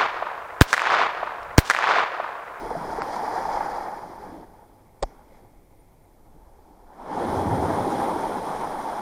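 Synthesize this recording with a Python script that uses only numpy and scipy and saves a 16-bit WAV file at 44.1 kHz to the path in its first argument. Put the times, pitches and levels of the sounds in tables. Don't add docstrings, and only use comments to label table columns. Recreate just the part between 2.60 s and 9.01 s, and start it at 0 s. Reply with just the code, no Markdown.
import sys
import numpy as np
from scipy import signal
from scipy.fft import rfft, irfft
from scipy.io import wavfile
from scipy.ndimage import uniform_filter1d

SR = 44100
rng = np.random.default_rng(int(sys.argv[2]) if len(sys.argv) > 2 else 0)


def undo_db(level):
    steps = np.asarray(level, float) / 20
    return 10 ** steps


def unload_audio(sound):
    columns = np.transpose(np.atleast_2d(sound))
    steps = np.round(np.clip(columns, -1, 1) * 32767)
    wavfile.write(sys.argv[1], SR, steps.astype(np.int16))


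N = 282668
TIME = np.arange(N) / SR

# time in seconds, level of the bubbling in dB.
SURF = [(0, -35.5), (.57, -30), (.89, -27.5), (1.21, -32.5), (1.64, -43.5), (1.93, -53), (2.33, -63),
        (2.48, -55.5), (2.82, -59.5), (3.02, -65), (3.36, -65), (4.25, -57), (4.4, -44.5), (4.52, -34.5),
        (4.62, -29.5), (5.21, -27.5), (5.75, -30.5), (6.41, -34)]


def rms_one(x):
    return x / np.sqrt(np.mean(x ** 2) + 1e-20)


def at_hz(points, hz):
    points = np.array(points)
    return np.interp(np.log(hz), np.log(points[:, 0]), points[:, 1])


def band(x, low_hz, high_hz, order=2):
    edges = [low_hz, min(high_hz, .45 * SR)]
    return signal.sosfilt(signal.butter(order, edges, "band", fs=SR, output="sos"), x)


def lifted(x, from_hz, lift_db):
    top = signal.sosfilt(signal.butter(2, from_hz, "high", fs=SR, output="sos"), x)
    return x + (undo_db(lift_db) - 1) * top


def levelled(x, low_hz, high_hz, level_db):
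    return x * undo_db(level_db) / np.std(band(x, low_hz, high_hz, order=4))


def placed(sound, s):
    out, at = np.zeros(N + len(sound)), round(s * SR)
    out[at:at + len(sound)] = sound
    return out[:N]


def drift(rate):
    r = np.exp(-80 * np.pi * rate / SR)
    chance = rng.standard_normal(N // 40 + 2002)
    slow = signal.lfilter([1], [1, -2 * r, r * r], chance)[2000:]
    return np.interp(np.arange(N) / 40, np.arange(len(slow)), rms_one(slow))


def swell(s, peak_db, rise_db_s, hold_s, fall_db_s):
    still_to_come, since_hold = np.maximum(s - TIME, 0), np.maximum(TIME - s - hold_s, 0)
    return peak_db - rise_db_s * still_to_come - fall_db_s * since_hold


def together(*levels_db):
    return 10 * np.log10(sum(undo_db(2 * db) for db in levels_db))


def follow(layer):
    # arrival in seconds, time until spent in seconds.
    waves = [
        (0, 1.27),
        (5.0, 1.5),
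    ]
    # dB at full surf, share of its swing, lag in seconds,
    # ageing in dB per second.
    follows = dict( plunge=[(-38.5, 0.47, 0.066, -6.5), (-30.5, 1, 0.087, -6.5)],
               fizz=[(-54.5, 0.57, 0.012, -5.5), (-49.5, 1, 0.023, 1.3)], spray=[(-59, .62, 0, -3.0),
               (-56.5, 1, 0.074, 0.7)], small=[(3.5, 0.033, 0.015, -2), (-6.5, 0.056, 0, -6)],
               mist=[(4.5, -.12, 0, 1.5), (1, .03, 0, 0)], boom=[(-57, .08, 0, -4.0),
               (-45.5, 1.15, .24, -10)], stones=[(-53.5, 1.05, 0.046, -1.3), (-72, .4, .1, -7)])
    full_db = -30
    s, vigour_db = np.transpose(SURF)
    levels_db = []
    for (db, share, lag, ageing), (start, spent) in zip(follows[layer], waves):
        swing_db = np.interp(TIME - lag, s, vigour_db) - full_db
        levels_db.append(db + share * swing_db + ageing * np.clip(TIME - start, 0, spent))
    wash, breaker = levels_db
    return wash + (breaker - wash) * np.clip((TIME - 3.6) / .55, 0, 1)


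def with_laps(layer, count):
    # time in seconds, then slop, fizz and rolled pebbles in dB.
    small_laps = [(.5, -52, -54, -52), (1.45, -49, -69, -79), (1.6, -49.5, -72, -76),
                  (1.74, -44.5, -67, -81), (2.47, -58, -76, -78), (2.74, -61, -75, -75),
                  (3.75, -61.5, -86, -92), (4.05, -67, -89, -92), (4.63, -30.5, -55, -80),
                  (5.32, -44, -50.5, -75)]
    laps_db = [swell(row[0], row[count], rise_db_s=110, hold_s=0.039, fall_db_s=154) for row in small_laps]
    return together(follow(layer), *laps_db)


def housing(x):
    # centre in Hz, width in Hz, gain in dB.
    resonances = [(840, 348, 11), (2130, 250, 3.5), (2780, 630, -9.5), (3380, 560, 7), (4200, 780, 5.5),
                  (4920, 590, 5.5), (7580, 340, -4), (9420, 1900, 14), (10800, 550, -4), (13900, 500, 1),
                  (3630, 180, -3.5), (4550, 210, 0), (8500, 400, 1)]
    for hz, width_hz, gain_db in resonances:
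        a, w = undo_db(gain_db / 2), 2 * np.pi * hz / SR
        k = np.sin(w) * width_hz / hz / 2
        x = signal.lfilter([1 + k * a, -2 * np.cos(w), 1 - k * a], [1 + k / a, -2 * np.cos(w), 1 - k / a], x)
    return x


def water(colour, bursts_per_s, size_db, grain_share, patchy_db, surge_db):
    low_hz, high_hz = colour[0][0], colour[-1][0]
    edges = low_hz * 2 ** np.arange(0, np.log2(high_hz / low_hz) + .01, 1 / 3)
    sizes = np.minimum(rng.exponential(1, (2, N)), 5)
    bursts = undo_db(size_db * sizes) * rng.choice([-1, 1], (2, N))
    bursts = bursts * (rng.random((2, N)) < bursts_per_s / SR)
    share = np.clip(grain_share, 0, 1)
    drive = np.sqrt(share) * rms_one(bursts) + np.sqrt(1 - share) * rng.standard_normal((2, N))
    out = 0
    for k, (low, high) in enumerate(zip(edges, edges[1:])):
        gain = undo_db(at_hz(colour, np.sqrt(low * high)) + patchy_db * drift(20.6) + surge_db)
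        rolled = np.roll(drive[k % 2], k * 4001)
        run_in = np.r_[rolled[-2000:], rolled]
        out = out + gain * band(run_in, low, high)[2000:]
    return housing(out)


def sea():
    # pitch in Hz, density in dB per Hz.
    plunge_colour = [(70, -12), (100, -25.5), (140, -4.5), (200, -1.5), (320, 1.5), (480, -2.5), (800, -16)]
    wash_colour = [(150, -41.5), (300, -12), (500, -3), (800, -0.5), (1200, -6), (1700, -10), (2300, -22),
                   (3200, -28)]
    fizz_colour = [(2000, 8), (3000, 7), (4500, -7), (6000, 1.5), (7500, -7.5), (10000, -26), (15000, -27)]
    spray_colour = [(6000, -33), (8000, -8), (9500, -3), (11000, -1.5), (13000, -3), (15500, -9)]
    wash_db = np.interp(TIME, *np.transpose(SURF))
    plunge_db, fizz_db = with_laps("plunge", count=1), with_laps("fizz", count=2)
    spray_db = follow("spray")
    slop = 0.86 * drift(5.4) + 1.15 * drift(27)
    plunge = water(plunge_colour, 150, size_db=4.5, grain_share=0.18, patchy_db=1.5, surge_db=0.31 * slop)
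    wash = water(wash_colour, 500, size_db=1.5, grain_share=0.32, patchy_db=1.44, surge_db=0.84 * slop)
    fizz = water(fizz_colour, 2500, size_db=3.5, grain_share=.4, patchy_db=.8, surge_db=.45 * slop)
    spray = water(spray_colour, 6000, size_db=3.0, grain_share=.2, patchy_db=.35, surge_db=.35 * slop)
    wash = lifted(wash, 1120, follow("small"))
    spray = lifted(spray, 12000, follow("mist"))
    low = levelled(plunge, 150, 450, plunge_db) + levelled(wash, 600, 1100, wash_db)
    high = levelled(fizz, 2630, 7800, fizz_db - 2.5) + levelled(spray, 8800, 10500, spray_db - 0.3)
    return low + high


def wind():
    # time in seconds, level in dB.
    gusts = [(0, -51), (.3, -54), (.93, -50), (1.7, -54.5), (2.7, -55.5), (3.2, -64), (3.45, -63),
             (3.84, -54.5), (4.16, -59), (4.71, -50), (5.21, -55), (5.68, -53), (6.2, -55)]
    breeze_db = -63.5
    lumps = band(rng.standard_normal(N + SR), 7.4, 45.6)[SR:]
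    gusts_db = [swell(s, db, rise_db_s=43, hold_s=0, fall_db_s=27) for s, db in gusts]
    return undo_db(together(breeze_db, *gusts_db) + 1.3 * drift(2.5) + 4.0) * rms_one(lumps)


def self_noise():
    # pitch in Hz, density in dB.
    hiss_colour = [(880, -38), (1880, -7), (2160, 1.5), (2840, -7), (7150, -5), (9240, -3.5), (14500, -2),
                   (15700, -8)]
    hz = np.maximum(np.fft.rfftfreq(N, 1 / SR), 1)
    spectrum = rfft(rng.standard_normal(N)) * undo_db(at_hz(hiss_colour, hz))
    return undo_db(-71) * rms_one(irfft(spectrum, N))


def boom():
    # pitch in Hz, density in dB per Hz.
    boom_colour = [(45, -39), (70, -3.5), (95, 7.5), (125, -4.5), (190, -0.5)]
    rumble = water(boom_colour, 60, size_db=1.5, grain_share=0.15, patchy_db=2.1, surge_db=0)
    pocket_db = swell(4.78, -35, rise_db_s=105, hold_s=0.25, fall_db_s=91.5)
    return levelled(rumble, 75, 113, together(follow("boom"), pocket_db))


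def pebbles():
    # pitch in Hz, density in dB per Hz.
    stone_colour = [(3000, -11), (4000, -12), (4900, -2), (5900, -4), (7000, -10.5), (9000, -22)]
    clumps_db = 1.8 * drift(12)
    rattle = water(stone_colour, 2300, size_db=5.5, grain_share=0.25, patchy_db=-0.2, surge_db=clumps_db)
    return levelled(rattle, 3400, 7000, with_laps("stones", count=3))


def bubbles(table, swell_s, cycles, rise):
    out, age = 0, np.arange(SR // 5) / SR
    for s, db, hz in table:
        shape = (1 - np.exp(-age / swell_s)) * np.exp(-age * hz / cycles)
        tone = np.sin(2 * np.pi * hz * age * (1 + rise * age))
        out = out + placed(undo_db(db) * shape / shape.max() * tone, s)
    return out


def glugs():
    # start in seconds, peak in dB, pitch in Hz.
    slops = [(0.152, -19.5, 654), (0.215, -25.5, 925), (0.378, -24.5, 770), (0.564, -20, 920),
             (0.593, -20.5, 825), (0.678, -17, 808), (0.76, -19.5, 730), (0.853, -18, 850),
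             (0.89, -16.5, 833), (0.972, -16.5, 842), (1.007, -16.5, 847), (1.553, -37, 864),
             (1.584, -39, 870), (1.638, -31.5, 810), (1.993, -45, 870), (2.72, -46.5, 520),
             (2.848, -46.5, 754), (4.303, -44, 850), (5.185, -17.5, 808), (6.253, -29, 870)]
    gurgles = [(.03, -29.5, 406), (.059, -28, 434), (.105, -20.5, 756), (.112, -23, 465),
               (.165, -32.5, 152.5), (.21, -40, 147), (.25, -29, 402), (.278, -29, 367), (.33, -27.5, 700),
               (.385, -22.5, 437), (.487, -29, 606), (.631, -28.5, 440), (.735, -27, 433),
               (.785, -27.5, 490), (1.142, -32.5, 463), (1.335, -28, 840), (1.435, -28.5, 800),
               (1.72, -40, 296), (2.58, -62, 1380), (2.62, -67, 1340), (2.77, -58, 1300),
               (2.829, -50.5, 342), (3.11, -51, 89), (3.74, -50, 145), (3.76, -50.5, 293),
               (4.106, -49, 280), (4.858, -29, 195), (4.91, -22, 105.3), (5.698, -37, 450),
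               (6.265, -32, 480)]
    return bubbles(slops, 0.00088, 5.3, 2.77) + bubbles(gurgles, 0.00096, 4.0, 2.44)


def ring(clicks, hz, t60):
    r, w = undo_db(-60 / (t60 * SR)), 2 * np.pi * hz / SR
    return signal.lfilter([0, np.sin(w)], [1, -2 * r * np.cos(w), r * r], clicks + 1e-18)


def knocks():
    # start in seconds, push or pull, level in dB, pitch in Hz, t60 in seconds.
    tick = [(.41955, -1, -14, 1400, .007), (.41985, 1, -11.5, 1050, .008), (.4198, 1, -24, 2000, .006)]
    jolts = [
        (2.4290, 1, -26, 50, .05),
        (2.4368, -1, -20.5, 32, .105),
    ]
    # start in seconds, flesh in dB, nail in dB, shell pitch in Hz.
    contacts = [(2.4241, -30, -48, 640), (2.4260, -23, -32.5, 600), (2.4277, -15.5, -25, 550),
                (2.4298, -16.5, -37, 686), (2.4326, -16.5, -48, 690), (2.4335, -30, -29, 700),
                (2.4351, -11.5, -53, 743), (2.4386, -17, -42, 700)]
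    # pitch in Hz, dB over the nail, t60 in seconds.
    shell = [(1020, 3.5, 0.013), (1940, 2, 0.0086)]
    # pitch in Hz, dB over the nail, decay in seconds.
    nail_crack = [(3400, -4, 0.00069), (4910, -1.5, 0.00097), (7560, 0, 0.00052)]
    # start in seconds, level in dB, pitch in Hz, decay in seconds.
    rattles = [
        (.4195, -32, 4850, .0008),
        (.4194, -39, 6800, .0004),
        (2.442, -55, 5500, .048),
    ]
    shell_cycles, overtone, overtone_db = 11.7, 1.2, -21
    click, age = (np.arange(SR // 4) == 0) * 1., np.arange(SR // 8) / SR
    soft = signal.lfilter([.22], [1, -.78], click)
    thuds = [(s, 1, db, hz, shell_cycles / hz) for s, db, _, hz in contacts]
    thuds += [(s, 1, db + overtone_db, hz * overtone, t60) for s, _, db, hz, t60 in thuds]
    cracks = list(rattles)
    for s, _, nail_db, _ in contacts:
        thuds += [(s, 1, nail_db + db, hz, t60) for hz, db, t60 in shell]
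        cracks += [(s, nail_db + db, hz, decay) for hz, db, decay in nail_crack]
    out = np.zeros(N)
    for s, push, db, hz, t60 in tick + thuds + jolts:
        out = out + placed(np.sign(push) * undo_db(db) * ring(soft, hz, t60), s)
    for s, db, hz, decay in cracks:
        noise = rng.standard_normal(len(age))
        crack = band(noise * np.exp(-age / decay), hz * 0.9, hz * 1.124)
        out = out + placed(undo_db(db) * crack / np.max(np.abs(crack)), s)
    return out


def trickle():
    # pitch in Hz, density in dB per Hz.
    drip_colour = [(1920, -3), (2150, 0), (2450, -3)]
    # time in seconds, level in dB.
    spurts = [(2.5, -70), (2.74, -67)]
    rise_db_s, fall_db_s = 140, 120
    drips = water(drip_colour, 900, size_db=3.0, grain_share=.2, patchy_db=1.2, surge_db=0)
    spurts_db = [swell(s, db, rise_db_s, 0, fall_db_s) for s, db in spurts]
    seep_db = swell(2.2, -78, rise_db_s, 1.27, fall_db_s)
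    return levelled(drips, 1750, 2540, together(seep_db, *spurts_db))


def peeps():
    # middle in seconds, pitch in Hz, length in seconds.
    notes_far_off = [
        (3.205, 9050, .03),
        (3.443, 9300, .012),
    ]
    out = np.zeros(N)
    for s, hz, length in notes_far_off:
        out = out + undo_db(-66) * np.exp(-((TIME - s) / length * 2) ** 2) * np.sin(2 * np.pi * hz * TIME)
    return out


def scene():
    water_sounds = sea() + boom() + pebbles() + glugs() + trickle()
    return (water_sounds + wind() + self_noise() + knocks() + peeps())[None]


def thinned_treble(x, margin_db, tilt_db, chance_db):
    hz, _, z = signal.stft(x, SR, nperseg=2048, noverlap=1024)
    bands = z[:, :1024].reshape(len(x), 128, 8, -1)
    level_db = 10 * np.log10(np.mean(np.abs(bands) ** 2, axis=2) + 1e-20)
    centre = hz[4:1024:8, None]
    around_db = 10 * np.log10(uniform_filter1d(undo_db(2 * level_db), size=15, axis=1))
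    need_db = around_db - margin_db + tilt_db * (centre / 15000) ** 3
    need_db = need_db + chance_db * rng.standard_normal(level_db.shape)
    kept = (level_db > need_db) | (centre < 6500)
    z[:, :1024] = (bands * kept[:, :, None]).reshape(len(x), 1024, -1)
    return signal.istft(z, SR, nperseg=2048, noverlap=1024)[1][:, :N]


def top_cut(x):
    return signal.sosfilt(signal.butter(12, 15740, fs=SR, output="sos"), x)


def record(dry):
    # start in seconds, end in seconds.
    dull_spells = [
        (0.398, .4245),
        (2.410, 2.441),
    ]
    spells = sum((TIME > a) & (TIME < b) for a, b in dull_spells) * 1.
    lost = uniform_filter1d(spells, size=100)
    dull = signal.sosfiltfilt(signal.ellip(10, .1, 50, 8700, fs=SR, output="sos"), dry)
    holed = thinned_treble(dry, margin_db=8.5, tilt_db=5, chance_db=1.5)
    mix = holed + lost * (dull - holed)
    mix = signal.sosfilt(signal.ellip(10, .1, 60, 15740, fs=SR, output="sos"), mix)
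    return top_cut(mix)


dry = scene()
out = record(dry)
unload_audio(out)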